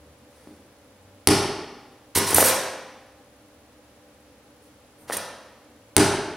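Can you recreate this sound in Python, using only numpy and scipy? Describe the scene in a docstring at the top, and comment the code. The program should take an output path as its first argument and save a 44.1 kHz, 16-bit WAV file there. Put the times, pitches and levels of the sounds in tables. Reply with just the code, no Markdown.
"""A hammer strikes a centre punch twice, on a small steel plate on a wooden bench: each blow cracks,
thumps the bench, rings the punch and briefly overloads the close microphone. Between the blows the
hammer is laid down with a clatter among steel tools, and later dragged off them again.
The bare workshop echoes; a fan hums under a faint drone and whine."""
import sys
import numpy as np
from scipy import signal
from scipy.fft import rfft, irfft
from scipy.io import wavfile
from scipy.ndimage import uniform_filter1d

SR = 44100
rng = np.random.default_rng(int(sys.argv[2]) if len(sys.argv) > 2 else 0)


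def unload_wav(signal):
    """Save mono or channel-first audio to the path in sys.argv[1] as 16-bit WAV at rate SR, clipped to [-1, 1]."""
    wavfile.write(
        sys.argv[1],
        SR,
        np.round(np.clip(np.atleast_2d(signal).T, -1, 1) * 32767).astype(np.int16),
    )


N = 280646
T = np.arange(N) / SR

# Bench top modes. Each row: frequency in Hz, level in dB, t60 in seconds.
BENCH_MODES = [(300, -22.5, .028), (407, -12.5, .026), (532, -25, .03), (808, -18, 0.02),
               (1436.4, -28.5, 0.024), (1750, -31, .015)]
# Spectrum of rough steel contact. Each row: frequency in Hz, gain in dB.
GRIT_SPECTRUM = [(60, -15), (200, -11), (520, 0.5), (1000, 5.5), (1500, 2.5), (1850, 3.5), (2600, -1.5),
                 (4000, -1.5), (6000, -2), (7600, -7), (9500, 3), (12500, -9.5), (16000, -9.5)]


def undb(db):
    """Decibels to gain."""
    return 10 ** (np.asarray(db) / 20)


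def unit(x):
    """Scale to rms 1."""
    return x / np.sqrt(np.mean(x ** 2))


def on_log_axis(freqs, hz, values):
    """Interpolate over log frequency."""
    return np.interp(np.log(freqs + 1), np.log(hz), values)


def colour(x, points, tilt_db_per_oct=0, shelf_hz=None, size=2048):
    """Minimum-phase filter through (Hz, dB) points, with a tilt and an optional step down at shelf_hz."""
    f = np.fft.rfftfreq(size, 1 / SR)
    gain = undb(on_log_axis(f, *np.transpose(points)) + tilt_db_per_oct * np.log2((f + 100) / 5000))
    if shelf_hz:
        gain *= 0.73 + 0.89 / (1 + (f / shelf_hz) ** 20)
    cepstrum = irfft(np.log(gain))
    cepstrum[1:size // 2] *= 2
    cepstrum[size // 2 + 1:] = 0
    return signal.fftconvolve(x, irfft(np.exp(rfft(cepstrum))))[:len(x)]


def ring(modes, hold=1, length_s=0.25):
    """Decaying sines from (Hz, dB, t60 s) rows; hold scales the t60."""
    t = T[:int(length_s * SR)]
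    return sum(undb(db - 60 * t / (t60 * hold)) * np.sin(2 * np.pi * hz * t) for hz, db, t60 in modes)


def burst(decay_s, push=0):
    """Brief contact: decaying chatter over a push, whitened to a flat spectrum."""
    t = T[:SR // 4]
    spectrum = rfft((push + rng.standard_normal(len(t))) * np.exp(-t / decay_s))
    return irfft(spectrum / np.abs(spectrum))[:SR // 20]


def add(track, start_s, x):
    """Mix x into the track."""
    i = int(start_s * SR)
    track[i:i + len(x)] += x[:N - i]


def tone(hz):
    """Sine of rms 1 on a moving pitch."""
    return unit(np.sin(2 * np.pi * np.cumsum(hz) / SR))


def walk(rate_hz):
    """Smooth random wander, spread near 1."""
    k = int(SR / rate_hz)
    steps = np.repeat(rng.standard_normal(N // k + 1), k)
    return 1.4 * uniform_filter1d(uniform_filter1d(steps, k), k)[:N]


def fan(air_db=-55.5, hum_trim_db=-1, waver_db=2, wander_hz=2.5, flutter=0.0024):
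    """Steady air noise with fluttering tones; the hiss is wider than the rumble."""
    # Air noise spectrum. Each row: frequency in Hz, relative density in dB.
    air_spectrum = [(15, -60), (25, -23), (69, -12.5), (129, -9), (169, -22.5), (188, -12.5), (305, -7),
                    (331, -17.5), (495, -10.5), (614, -15), (826, -18), (15500, -39.5)]
    # Its stereo width. Each row: frequency in Hz, side minus mid in dB.
    air_width = [(60, -18), (110, -15.5), (200, -16.5), (380, -15.5), (700, -9.5), (1290, -6.5),
                 (2380, -3.5), (4400, -0.5), (8120, 2), (15000, 2)]
    # Fan and mains tones. Each row: frequency in Hz, level before trim in dB.
    hum_tones = [(70.0, -70), (301.5, -63.5), (500.6, -65.5), (576.0, -64), (812.9, -70.5)]
    f = np.fft.rfftfreq(N, 1 / SR)
    shape = undb(on_log_axis(f, *np.transpose(air_spectrum)))
    mid, side = irfft(rfft(rng.standard_normal((2, N))) * shape, N)
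    side = irfft(rfft(side) * undb(on_log_axis(f, *np.transpose(air_width))), N)
    out = undb(air_db) * (mid + np.array([side, -side])) / np.std(mid)
    for hz, db in hum_tones:
        pitch_hz = hz * (1 + flutter * walk(90)) + wander_hz * walk(6.9)
        out += undb(db + hum_trim_db + waver_db * walk(27)) * tone(pitch_hz)
    return out


def drone(start_hz=74.5, climb_hz_per_s=18.5, swell_s=0.17, octave_db=-10, waver_db=2):
    """A low tone and its octave climb steadily, swelling and fading."""
    # Swells. Each row: peak time in seconds, level in dB.
    swells = [(.03, -55.5), (.52, -60), (1.1, -58.5)]
    hz = start_hz + climb_hz_per_s * T
    envelope = sum(undb(db) * np.exp(-((T - peak_s) / swell_s) ** 2) for peak_s, db in swells)
    return envelope * undb(-waver_db * walk(7.8)) * (tone(hz) + undb(octave_db) * tone(2 * hz))


def whine(hz=10076, level_db=-75, pulse_hz=66.7, accent_db=6, depth_db=5, jitter_hz=30):
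    """A thin, unsteady electronic tone in quick pulses, every fourth one stronger."""
    cycle = pulse_hz * T
    accented = np.floor(cycle) % 4 == 0
    pulses = undb(accent_db * accented - depth_db * np.cos(2 * np.pi * cycle))
    return undb(level_db) * unit(pulses * tone(hz + jitter_hz * walk(90)))


def echo_onset(t, ceiling_s=0.015, slap_width_s=0.00073, walls_s=0.028, walls_rise_s=0.002):
    """Envelope: weak early echoes and one ceiling slap, then a 6 dB rise as the walls answer."""
    slap = undb(-3.5) * np.exp(-((t - ceiling_s) / slap_width_s) ** 2)
    walls = (1 + np.tanh((t - walls_s) / walls_rise_s)) / 2
    return slap + undb(-15 + 6 * walls)


def workshop(x, standing_rise_s=0.0057):
    """Diffuse echoes, shorter and wider in the treble, over the room's standing waves."""
    # Reverberation bands. Each row: centre in Hz, level in dB, t60 in seconds, side minus mid in dB.
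    reverb_bands = [(50, -4.5, 1.7, -33.5), (172, 12, .9, -31), (400, 10.5, 0.94, -30.5),
                    (850, 8, 1.034, -23), (1850, 3.5, 1.06, -19), (4500, 0, 0.91, -11.5),
                    (5700, 0.5, 0.85, -7.5), (6800, -3.5, 0.69, -9.5), (10000, -7, .55, -3),
                    (15000, -11, 0.35, -0.5)]
    # Standing waves. Each row: frequency in Hz, level in dB, t60 in seconds.
    room_modes = [(48, -56.5, 1), (97, -39.5, 0.55), (107.2, -50, 0.58), (131.9, -46, 0.6),
                  (164, -50, 0.38), (205.3, -52.5, .9), (249.3, -50.5, 1.4), (304, -45.5, 0.63),
                  (307, -46.5, 0.41), (398, -53.5, 0.56), (415, -55, 0.84), (496, -48.5, 1),
                  (523.6, -46.5, 1.1), (612, -63, 0.88), (845, -62, 1.1), (797, -62.5, 1.5),
                  (810, -55, 0.37)]
    count = 2 ** 16
    t, f = T[:count], np.fft.rfftfreq(count, 1 / SR)
    noise = rfft(rng.standard_normal((2, count)))
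    centres_hz = np.array(reverb_bands)[:, 0]
    onset = echo_onset(t)
    diffuse = np.zeros((2, count))
    for (_, db, t60_s, side_db), band in zip(reverb_bands, np.eye(len(reverb_bands))):
        mid, side = irfft(noise * on_log_axis(f, centres_hz, band))
        fade = onset * undb(-60 * t / t60_s)
        stereo = mid + undb(side_db) * np.array([side, -side])
        diffuse += undb(db) * fade / np.linalg.norm(fade) * stereo
    standing = ring(room_modes, length_s=2)[:count] * (1 - np.exp(-t / standing_rise_s))
    return signal.fftconvolve(x[None], diffuse + standing, axes=1)[:, :N]


def steel_ring(hold=1, scatter_db=2, detune_hz=70):
    """The tools' modes, shifted by where they are touched; neighbours swing in opposite senses."""
    # Steel tool modes. Each row: frequency in Hz, level in dB, t60 at hold 1 in seconds.
    steel_modes = [(6080, -12.5, 0.032), (6260, -18.5, 0.017), (6850, -10.5, 0.014), (7100, -10.5, 0.023),
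                   (8215, -6, 0.022), (8840, -11, 0.0766), (9000, -4, 0.029), (9150, -18, 0.053),
                   (9320, 1, .018), (9780, -6.5, 0.0083), (10040, 1, 0.012), (10280, -4, 0.012),
                   (10880, 0, .011), (11400, -4, 0.016), (11850, -2, .011), (12450, -1.5, 0.0078),
                   (13250, -1.5, 0.01137), (14000, -11, .012), (14800, -19, .012), (15550, -13, .02)]
    hz, db, t60_s = np.transpose(steel_modes)
    detune, scatter = rng.standard_normal((len(hz), 2)).T
    hz = hz + detune_hz * detune * t60_s.min() / t60_s  # the most damped shift most
    modes = np.transpose([hz, db + scatter_db * scatter, t60_s])
    return ring(modes[::2], hold) - ring(modes[1::2], hold)


def scrapes(grain_db=4, bite_s=0.00071, max_rise_share=0.22, sag=0.28, release_share=0.37):
    """Sliding steel catches in dense uneven clicks, which rasp and keep the tools ringing."""
    # Slides. 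Each row: start in seconds, length in seconds, level in dB, relative ring in dB,
    # rasp tilt in dB per octave.
    slides = [(0.276, 0.39, -60, -12, 0.5), (2.149, 0.054, -18, -3.5, 1.5), (2.262, 0.11, -25, -6, 1),
              (2.354, 0.098, -20.5, 3.5, 1), (2.437, .087, -19.5, 0.5, 2.5), (4.61, 0.094, -62, -11, 5),
              (4.972, 0.12, -72, 12, -7.5), (5.074, 0.089, -38, -33, -1), (5.119, 0.044, -24, -22, 2)]
    out, t = np.zeros(N), T[:SR // 2]
    for start_s, length_s, db, ring_db, tilt_db_per_oct in slides:
        noise, grain = rng.standard_normal(len(t)), rng.exponential(size=len(t))
        rise_s = min(bite_s / undb(db), max_rise_share * length_s)  # a harder push bites sooner
        easing = np.interp(t / length_s, [0, 1 - release_share, 1], [1, 1 - sag, 0])
        pressure = np.minimum(t / rise_s, 1) * easing
        clicks = undb(db) * pressure * unit(noise * undb(grain_db * np.minimum(grain, 4)))
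        steel = steel_ring()
        add(out, start_s, colour(clicks, GRIT_SPECTRUM, tilt_db_per_oct))
        add(out, start_s, undb(ring_db) * signal.fftconvolve(clicks, steel / np.linalg.norm(steel)))
    return out


def clinks(chatter_s=0.0024, tick_s=0.00073):
    """Steel touches steel: a tick, an instant of chatter, and a longer ring than a slide allows."""
    # Touches. Each row: start in seconds, ring level in dB, tick level in dB.
    touches = [(2.306, -24.5, -14), (2.3445, -10.5, -12), (2.3808, -24.5, -9.5), (2.392, -28, -16),
               (2.406, -15.5, 3.5), (2.459, -23, -19.5), (2.484, -27.5, -11), (5.1681, -24.5, -6)]
    out = np.zeros(N)
    for start_s, ring_db, tick_db in touches:
        add(out, start_s, undb(ring_db) * signal.fftconvolve(steel_ring(hold=1.4), burst(chatter_s)))
        add(out, start_s, undb(tick_db) * colour(burst(tick_s), GRIT_SPECTRUM, tilt_db_per_oct=-1.5))
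    return out


def knocks(t60_cycles=5.5, cutoff_ratio=0.54, handle_width_oct=0.58):
    """A soft contact gives a few cycles at its pitch, shakes the bench and wakes nearby handle modes."""
    # Hammer head and handle meeting the bench. Each row: start in seconds, level in dB, pitch in Hz,
    # relative bench thud in dB.
    contacts = [(.473, -33, 340, 2), (2.16, -29.5, 99.6, 23.5), (2.175, -21.5, 367, 19),
                (2.307, -20.5, 424, -5.5), (2.33, -13, 400, -2.5), (2.348, -25.5, 105, 13),
                (2.3834, 0.5, 720, -20), (2.427, -4, 594, -13), (5.099, -13.5, 636, -33),
                (5.1079, -17, 1000, -15), (5.122, -21, 1600, -15)]
    # Wooden handle modes. Each row: frequency in Hz, level in dB, t60 in seconds.
    handle_modes = [(554, -17.5, .045), (840, -16, 0.04), (1810, -4.5, 0.077)]
    out = np.zeros(N)
    for start_s, db, hz, thud_db in contacts:
        t60_s = t60_cycles / hz
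        contact = ring([(hz, 0, t60_s), (hz * 1.9, -6, t60_s)])
        handle = sum(np.exp(-(np.log2(mode[0] / hz) / handle_width_oct) ** 2) * ring([mode])
                     for mode in handle_modes)
        knock = contact + undb(thud_db) * ring(BENCH_MODES) + handle
        highpass = signal.butter(2, cutoff_ratio * hz, "high", fs=SR, output="sos")
        add(out, start_s, undb(db) * signal.sosfilt(highpass, knock))
    return out


def blows(crack_s=0.0008, ring_t60_s=0.013, ring_lag_s=0.0005, thud_lag_s=0.002047, plate_width_oct=0.45):
    """Each blow cracks, thumps the bench and rings the punch, which the fingers damp at once."""
    # Hammer on punch. Each row: start in seconds, crack level in dB, punch ring in Hz, ring level in dB,
    # contact shelf in Hz, bench thud in dB, plate resonance in Hz, plate boost in dB.
    strikes = [(1.2727, 14.5, 10880, -5.5, 12000, -0.5, 3932, 5),
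               (5.9658, 15.5, 9200, -5.5, 10000, 0.5, 6230, 2)]
    # Spectrum of the steel-on-steel crack. Each row: frequency in Hz, gain in dB.
    crack_spectrum = [(40, -23), (90, -6), (400, -9), (600, 4.5), (950, 1.5), (1600, 0), (2000, -3.5),
                      (2700, -4.5), (4000, -4.5), (5600, -1), (6700, -6), (7900, -1.5), (9400, 5),
                      (16000, -9.5)]
    impact, punch = np.zeros(N), np.zeros(N)
    hz, crack_db = np.transpose(crack_spectrum)
    for start_s, db, ring_hz, ring_db, shelf_hz, thud_db, plate_hz, plate_db in strikes:
        # the plate's resonance depends on where the tip stands
        boost_db = plate_db * np.exp(-(np.log2(hz / plate_hz) / plate_width_oct) ** 2)
        spectrum = np.transpose([hz, crack_db + boost_db])
        add(impact, start_s, undb(db) * colour(burst(crack_s, push=0.8), spectrum, shelf_hz=shelf_hz))
        add(impact, start_s + thud_lag_s, undb(thud_db) * ring(BENCH_MODES))
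        punch_modes = [(ring_hz, 0, ring_t60_s), (9450, -22, 0.035)]
        add(punch, start_s + ring_lag_s, undb(ring_db) * ring(punch_modes))
    return impact, punch


def scene(tools_right_db=0.2):
    """Hammer and tools arrive directly and through the room, over fan, drone and whine."""
    # Share of the direct sound that differs between the microphone's two ports, scattered by its housing.
    # Each row: frequency in Hz, side gain in dB.
    port_scatter = [(40, -22.5), (250, -30.5), (1500, -26.5), (4500, -21), (15000, -10)]
    impact, punch = blows()
    knock, clink, scrape = knocks(), clinks(), scrapes()
    pan = undb(np.array([[-tools_right_db], [tools_right_db]]) / 2)
    direct = impact + punch + knock + pan * (clink + scrape)
    side = colour(signal.fftconvolve(direct[0], burst(decay_s=0.0003))[:N], port_scatter)
    room_send = (undb(1) * impact + undb(-6.5) * punch + undb(-10.5) * knock
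                 + undb(-5.5) * clink + undb(0.5) * scrape)
    return direct + np.array([side, -side]) + workshop(room_send) + fan() + drone() + whine()


def record(dry, highpass_hz=45, clip_level=0.9, lowpass_hz=15750):
    """The recorder thins the deep bass, clips the cracks near full scale and cuts the top."""
    thin = signal.sosfilt(signal.butter(2, highpass_hz, "high", fs=SR, output="sos"), dry)
    clipped = np.clip(thin, -clip_level, clip_level)
    return signal.sosfilt(signal.ellip(10, 0.1, 90, lowpass_hz, fs=SR, output="sos"), clipped)


dry = scene()
out = record(dry)
unload_wav(out)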